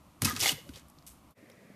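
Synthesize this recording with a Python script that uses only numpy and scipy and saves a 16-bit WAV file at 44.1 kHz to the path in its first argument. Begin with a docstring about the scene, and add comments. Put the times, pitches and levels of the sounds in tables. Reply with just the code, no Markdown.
"""Squeezing a slime ball

A slit rubber stress ball is squeezed over a plastic bowl of slime, close by in a small quiet room.
The skin pops and slime flops out: wet films snap, air pockets ring and blobs plop. Trapped air then
sputters through the wet slit, and the empty skin squelches. Late on, the background dips briefly
and returns brighter, with soft kneading."""
import sys
import numpy as np
from scipy import signal
from scipy.fft import rfft, irfft
from scipy.io import wavfile
from scipy.ndimage import uniform_filter1d

SR = 44100
rng = np.random.default_rng(int(sys.argv[2]) if len(sys.argv) > 2 else 0)


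def pcm_store(signal):
    """Save signal as 16-bit PCM."""
    levels = np.round(np.clip(np.atleast_2d(signal), -1, 1) * 32767)
    wavfile.write(sys.argv[1], SR, levels.astype(np.int16).T)


N = 77175  # 1.75 s


def gain(db):
    """Turn decibels into a number to multiply by."""
    return 10 ** (np.asarray(db) / 20)


def unit(x):
    """Scale a sound to a standard strength (rms 1)."""
    return x / np.sqrt(np.mean(x ** 2))


def noise():
    """Plain, even hiss."""
    return rng.standard_normal(N)


def since(start):
    """Seconds since a start, zero before it."""
    return np.maximum(np.arange(N) / SR - start, 0)


def swell(curve):
    """Loudness that follows (t/s, level/dB) points and is silent outside them."""
    times, db = np.array(curve).T
    return gain(np.interp(since(0), times, db, left=-200, right=-200))


def strike(start, rise, decay):
    """Loudness that rises quickly, then dies away; times in seconds."""
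    age = since(start)
    return (1 - np.exp(-age / rise)) * np.exp(-age / decay)


def colour(x, points):
    """Shape bass and treble by (f/Hz, level/dB) points, at standard strength."""
    hz, db = np.array(points).T
    f = np.maximum(np.fft.rfftfreq(N, 1 / SR), 1)
    shape = gain(np.interp(np.log(f), np.log(hz), db))
    bass_cut = np.minimum(f / hz[0], 1)
    return unit(irfft(rfft(x) * shape * bass_cut, N))


def band(x, hz, width_hz):
    """A resonance: keeps the sound near one pitch and weakens the rest."""
    f = np.maximum(np.fft.rfftfreq(N, 1 / SR), 1)
    return irfft(rfft(x) / (1 + 1j * (f - hz ** 2 / f) / width_hz), N)


def ring(start, hz, rise, decay, glide):
    """A fading tone whose pitch slides by `glide` octaves a second, then holds."""
    age = since(start)
    pitch = hz * 2 ** (glide * np.minimum(age, 10 * decay))
    cycles = np.cumsum(pitch * (age > 0)) / SR
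    return strike(start, rise, decay) * np.sin(2 * np.pi * cycles)


def flicker(per_s):
    """A random wander that changes about per_s times a second."""
    span = max(int(SR / per_s), 2)
    return unit(uniform_filter1d(uniform_filter1d(noise(), span), span))


def crackle(clicks_per_s=2400, scatter_db=3, clump_db=2.5, hiss_share=0.42):
    """Countless tiny films burst in clumps: clicks of mixed sizes in a little hiss."""
    clicks = rng.random(N) < clicks_per_s / SR
    sizes = gain(scatter_db * np.clip(noise(), -2, 2)) * rng.choice([-1, 1], N)
    clumps = gain(clump_db * np.tanh(flicker(per_s=550)))
    return unit(clumps * (unit(clicks * sizes) + hiss_share * noise()))


# Tone of the room noise before and after the dip: f/Hz, level/dB
EARLY_TONE = [(25, -11), (42, -25), (62, 1), (100, -8.5), (160, -4.5), (220, -6.5), (300, -6.5), (420, -20),
              (600, -14.5), (850, -16.5), (1150, -13.5), (1600, -27), (2400, -26), (5000, -31.5),
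              (14000, -33)]
LATE_TONE = [(30, -49), (45, -35), (68, -11), (110, -3), (165, -5), (220, 4.5), (300, -9.5), (400, -6),
             (600, -6), (780, -15.5), (1150, -16), (1500, -19), (1900, -11), (2400, -15.5), (2900, -24.5),
             (6000, -28.5), (14000, -31)]
def background(early_db=-59.5, late_db=-58, dip_at_s=1.347, half_dip_s=0.035):
    """Steady room noise dips briefly and comes back brighter."""
    side = np.clip((since(0) - dip_at_s) / half_dip_s, -1, 1)  # -1 before the dip, +1 after
    before = gain(early_db) * colour(noise(), EARLY_TONE)
    after = gain(late_db) * colour(noise(), LATE_TONE)
    dip = 0.058 + np.abs(side) ** 1.53
    return np.where(side < 0, before, after) * dip


# How strongly the slime wobbles: t/s, level/dB
WOBBLE_LEVEL = [(.21, -59), (.228, -32), (.26, -34.5), (.31, -47), (.37, -47.5), (.44, -44), (.49, -66),
                (.53, -47.5), (.6, -62), (.69, -54), (.78, -57.5)]
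# Its deep tone: f/Hz, level/dB
WOBBLE_TONE = [(25, -21.5), (60, -15), (95, 4.5), (140, 0.5), (190, -3.5), (270, -8.5), (420, -9),
               (900, -25.5)]
def wobble():
    """The mass of slime wobbles in the bowl with a low rumble."""
    return swell(WOBBLE_LEVEL) * colour(noise(), WOBBLE_TONE)


# Wet films snapping: t/s, level/dB, centre f/Hz, filter width/Hz, decay/s
FILM_SNAPS = [(0.2172, -44, 7640, 16000, .003), (0.2197, -15.5, 9100, 20200, 0.0017),
              (0.2207, -21, 4960, 14000, 0.00096), (0.2353, -28, 6000, 9000, 0.0017),
              (0.2466, -20, 7100, 12900, 0.0039), (0.2504, -17, 7100, 16000, 0.0018),
              (0.2547, -16, 6800, 9800, 0.0018), (0.2862, -32, 7050, 16000, 0.0015),
              (.297, -24.5, 12000, 6000, 0.0011), (0.3639, -21, 4540, 6160, 0.0015),
              (0.3938, -30.5, 6100, 14400, 0.0039), (.402, -27.5, 5970, 14000, 0.0096),
              (0.4095, -25, 5400, 2980, 0.009), (.4275, -33, 5020, 12900, .002),
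              (0.4601, -25, 3000, 10100, 0.0034), (0.479, -25.5, 5000, 6000, 0.0038),
              (0.4905, -20, 6000, 13000, .002), (0.6908, -43.5, 2900, 6800, 0.0025),
              (0.759, -42.5, 4240, 2330, 0.003), (0.7725, -47.5, 3630, 6000, 0.0055),
              (.795, -50.5, 7100, 7000, 0.0044), (.884, -46, 11000, 11000, 0.0013),
              (.899, -50.5, 8660, 12000, 0.0022), (0.986, -53, 4960, 3500, 0.0023),
              (1.025, -48.5, 2500, 8000, 0.00063), (1.065, -50, 9500, 9050, 0.0027),
              (1.308, -54.5, 12500, 6900, 0.0023), (1.4992, -49.5, 7000, 16000, 0.0016),
              (1.499, -52.5, 1490, 3000, 0.004), (1.516, -60.5, 5400, 1200, 0.0049)]
def snaps(rise_s=0.00029):
    """Each wet film tears in a few milliseconds, making a tiny burst of hiss."""
    out = 0
    for start, db, hz, width, decay in FILM_SNAPS:
        tear = unit(band(band(noise(), hz, width), hz, width))
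        out += gain(db) * strike(start, rise_s, decay) * tear
    return out


# Strength of the first gush of slime: t/s, level/dB
GUSH_LEVEL = [(.218, -45), (.222, -41.5), (.232, -45.5), (.243, -44), (.256, -30.5), (.275, -33),
              (.309, -38), (.347, -48.5), (.372, -41), (.392, -45), (.41, -84)]
# Its tone: f/Hz, level/dB
GUSH_TONE = [(180, -37), (300, -21.5), (580, -22), (1050, -8.5), (1230, -11), (1520, -8), (2030, -10),
             (2430, -14.5), (5690, -11.5), (14000, -22.5)]
def gush():
    """Slime crackles as it is pushed out of the ball."""
    return swell(GUSH_LEVEL) * colour(crackle(), GUSH_TONE)


# The first snap's chirp, then air pockets: t/s, f/Hz, level/dB, decay/s, glide/(octaves per s)
CHIRPS = [(0.2195, 3020, -24, 0.0028, -620), (0.2503, 2613, -24, 0.0047, -3),
          (0.276, 1290, -32, 0.013, -3.5), (0.286, 2110, -30.5, 0.012, -12), (0.3056, 1206, -29, 0.0091, 3),
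          (0.309, 1730, -35.5, 0.0055, -2.5), (.366, 2610, -27.5, 0.0019, 0),
          (0.367, 1266, -40, 0.0071, -0.5), (0.431, 964, -29, 0.0034, 31),
          (0.4591, 2095, -16.5, 0.0026, -2.5), (.4597, 800, -20, 0.0024, 1),
          (0.4919, 2940, -15.5, 0.0048, 2.5), (0.6913, 1510, -49, 0.0043, -4)]
def chirps(rise_s=0.00035):
    """The first snap gives a steeply falling chirp, then air pockets ring briefly."""
    return sum(gain(db) * ring(start, hz, rise_s, decay, glide)
               for start, hz, db, decay, glide in CHIRPS)


# Blobs of slime: t/s, f/Hz, level/dB, decay/s
BLOBS = [(0.2225, 263, -26.5, 0.011), (0.23, 141, -32.5, 0.019), (.253, 234, -16, 0.0074),
         (0.256, 92, -31, 0.026), (0.258, 151.3, -33, 0.036), (.264, 270.8, -34.5, 0.032),
         (.33, 268, -32, 0.018), (0.388, 171, -52, 0.013), (.425, 107, -39.5, 0.031),
         (.518, 276, -31.5, 0.0074), (.525, 156, -37, 0.017), (0.581, 500, -41, 0.0074),
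         (.662, 600, -48, 0.011), (.667, 170, -45, .01), (.693, 273, -29, .005), (0.695, 82, -42, 0.025),
         (.768, 537, -46.5, 0.0079), (.975, 159.4, -50, 0.029), (1.098, 66, -52, 0.026),
         (1.264, 66, -52.5, 0.021), (1.426, 322, -46.5, 0.015), (1.498, 540, -39.5, 0.0039),
         (1.578, 200, -43.5, 0.0052), (1.647, 184, -48, .008), (1.701, 240, -33, 0.0028),
         (1.741, 211, -48, 0.015)]
def plops(rise_s=0.0027, octaves_per_s=-6.5):
    """Blobs land or fold over with soft, short thuds that fall in pitch."""
    return sum(gain(db) * ring(start, hz, rise_s, decay, octaves_per_s)
               for start, hz, db, decay in BLOBS)


# Strength of the spray: t/s, level/dB
SPRAY_LEVEL = [(.394, -48), (.402, -35.5), (.412, -53), (.421, -31.5), (.431, -25), (.456, -32),
               (.468, -27.5), (.496, -34), (.518, -31.5), (.54, -48), (.66, -69)]
# Its tone: f/Hz, level/dB
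SPRAY_TONE = [(150, -41), (250, -9.5), (525, -11), (747, -12), (1710, -14.5), (2120, -14.5), (2350, -10),
              (2870, -6.5), (14000, -15)]
def spray():
    """Films bursting at the slit throw a fine, fizzing spray."""
    return swell(SPRAY_LEVEL) * colour(crackle(), SPRAY_TONE)


# Air flowing through the slit: t/s, level/dB
AIR_FLOW = [(.395, -67), (.41, -34.5), (.422, -42), (.431, -38), (.445, -32), (.467, -29.5), (.495, -31),
            (.507, -44), (.518, -43.5), (.538, -70), (.585, -56), (.63, -66)]
# Pitches at which the hollow skin rings: f/Hz, width/Hz, level/dB
SKIN_RINGS = [(716, 900, -13), (2100, 240, 1), (2870, 360, -2), (3473, 110, 1.5), (4400, 940, -4.5),
              (6160, 800, -11)]
def sputter():
    """Escaping air bursts films in the wet slit, and they make the hollow skin ring."""
    films = crackle()
    hollow = sum(gain(db) * band(films, hz, width) for hz, width, db in SKIN_RINGS)
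    return swell(AIR_FLOW) * unit(hollow)


# Sticky skin peeling apart: t/s, level/dB, centre f/Hz, width/Hz, decay/s
SKIN_PEELS = [(0.7352, -50, 3170, 1480, 0.023), (0.755, -50, 2130, 4000, 0.032),
              (1.0646, -48, 8900, 7200, 0.036), (1.066, -60.5, 2400, 2500, 0.037)]
def peels(rise_s=0.0012):
    """The emptied skin unsticks in short, fizzing squelches."""
    out = 0
    for start, db, hz, width, decay in SKIN_PEELS:
        fizz = unit(band(crackle(), hz, width))
        out += gain(db) * strike(start, rise_s, decay) * fizz
    return out


def room(x, echo_db=-11, tail_db=-15.5, fade_60db_s=0.34):
    """Add quick echoes from the bowl and table, then the short tail of the room."""
    echoes = noise() * strike(0.0016, rise=0.00063, decay=0.0079)
    tail = colour(noise(), [(100, -4), (2000, 2), (3000, 0), (7000, -14), (14000, 3)])
    tail *= strike(0.01, rise=0.0029, decay=fade_60db_s / np.log(1000))
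    response = (gain(echo_db) * unit(echoes) + gain(tail_db) * unit(tail)) / np.sqrt(N)
    return x + signal.fftconvolve(x, response)[:N]


def scene():
    """The wet sounds echo in the room; the background and plops are added without echo."""
    wet_sounds = wobble() + snaps() + gush() + chirps() + spray() + sputter() + peels()
    return (background() + room(wet_sounds) + plops())[None]


def record(dry, top_hz=14000):
    """Cut off the highest treble steeply."""
    treble_cut = signal.ellip(10, .2, 80, top_hz, fs=SR, output="sos")
    return signal.sosfilt(treble_cut, dry)


dry = scene()
out = record(dry)
pcm_store(out)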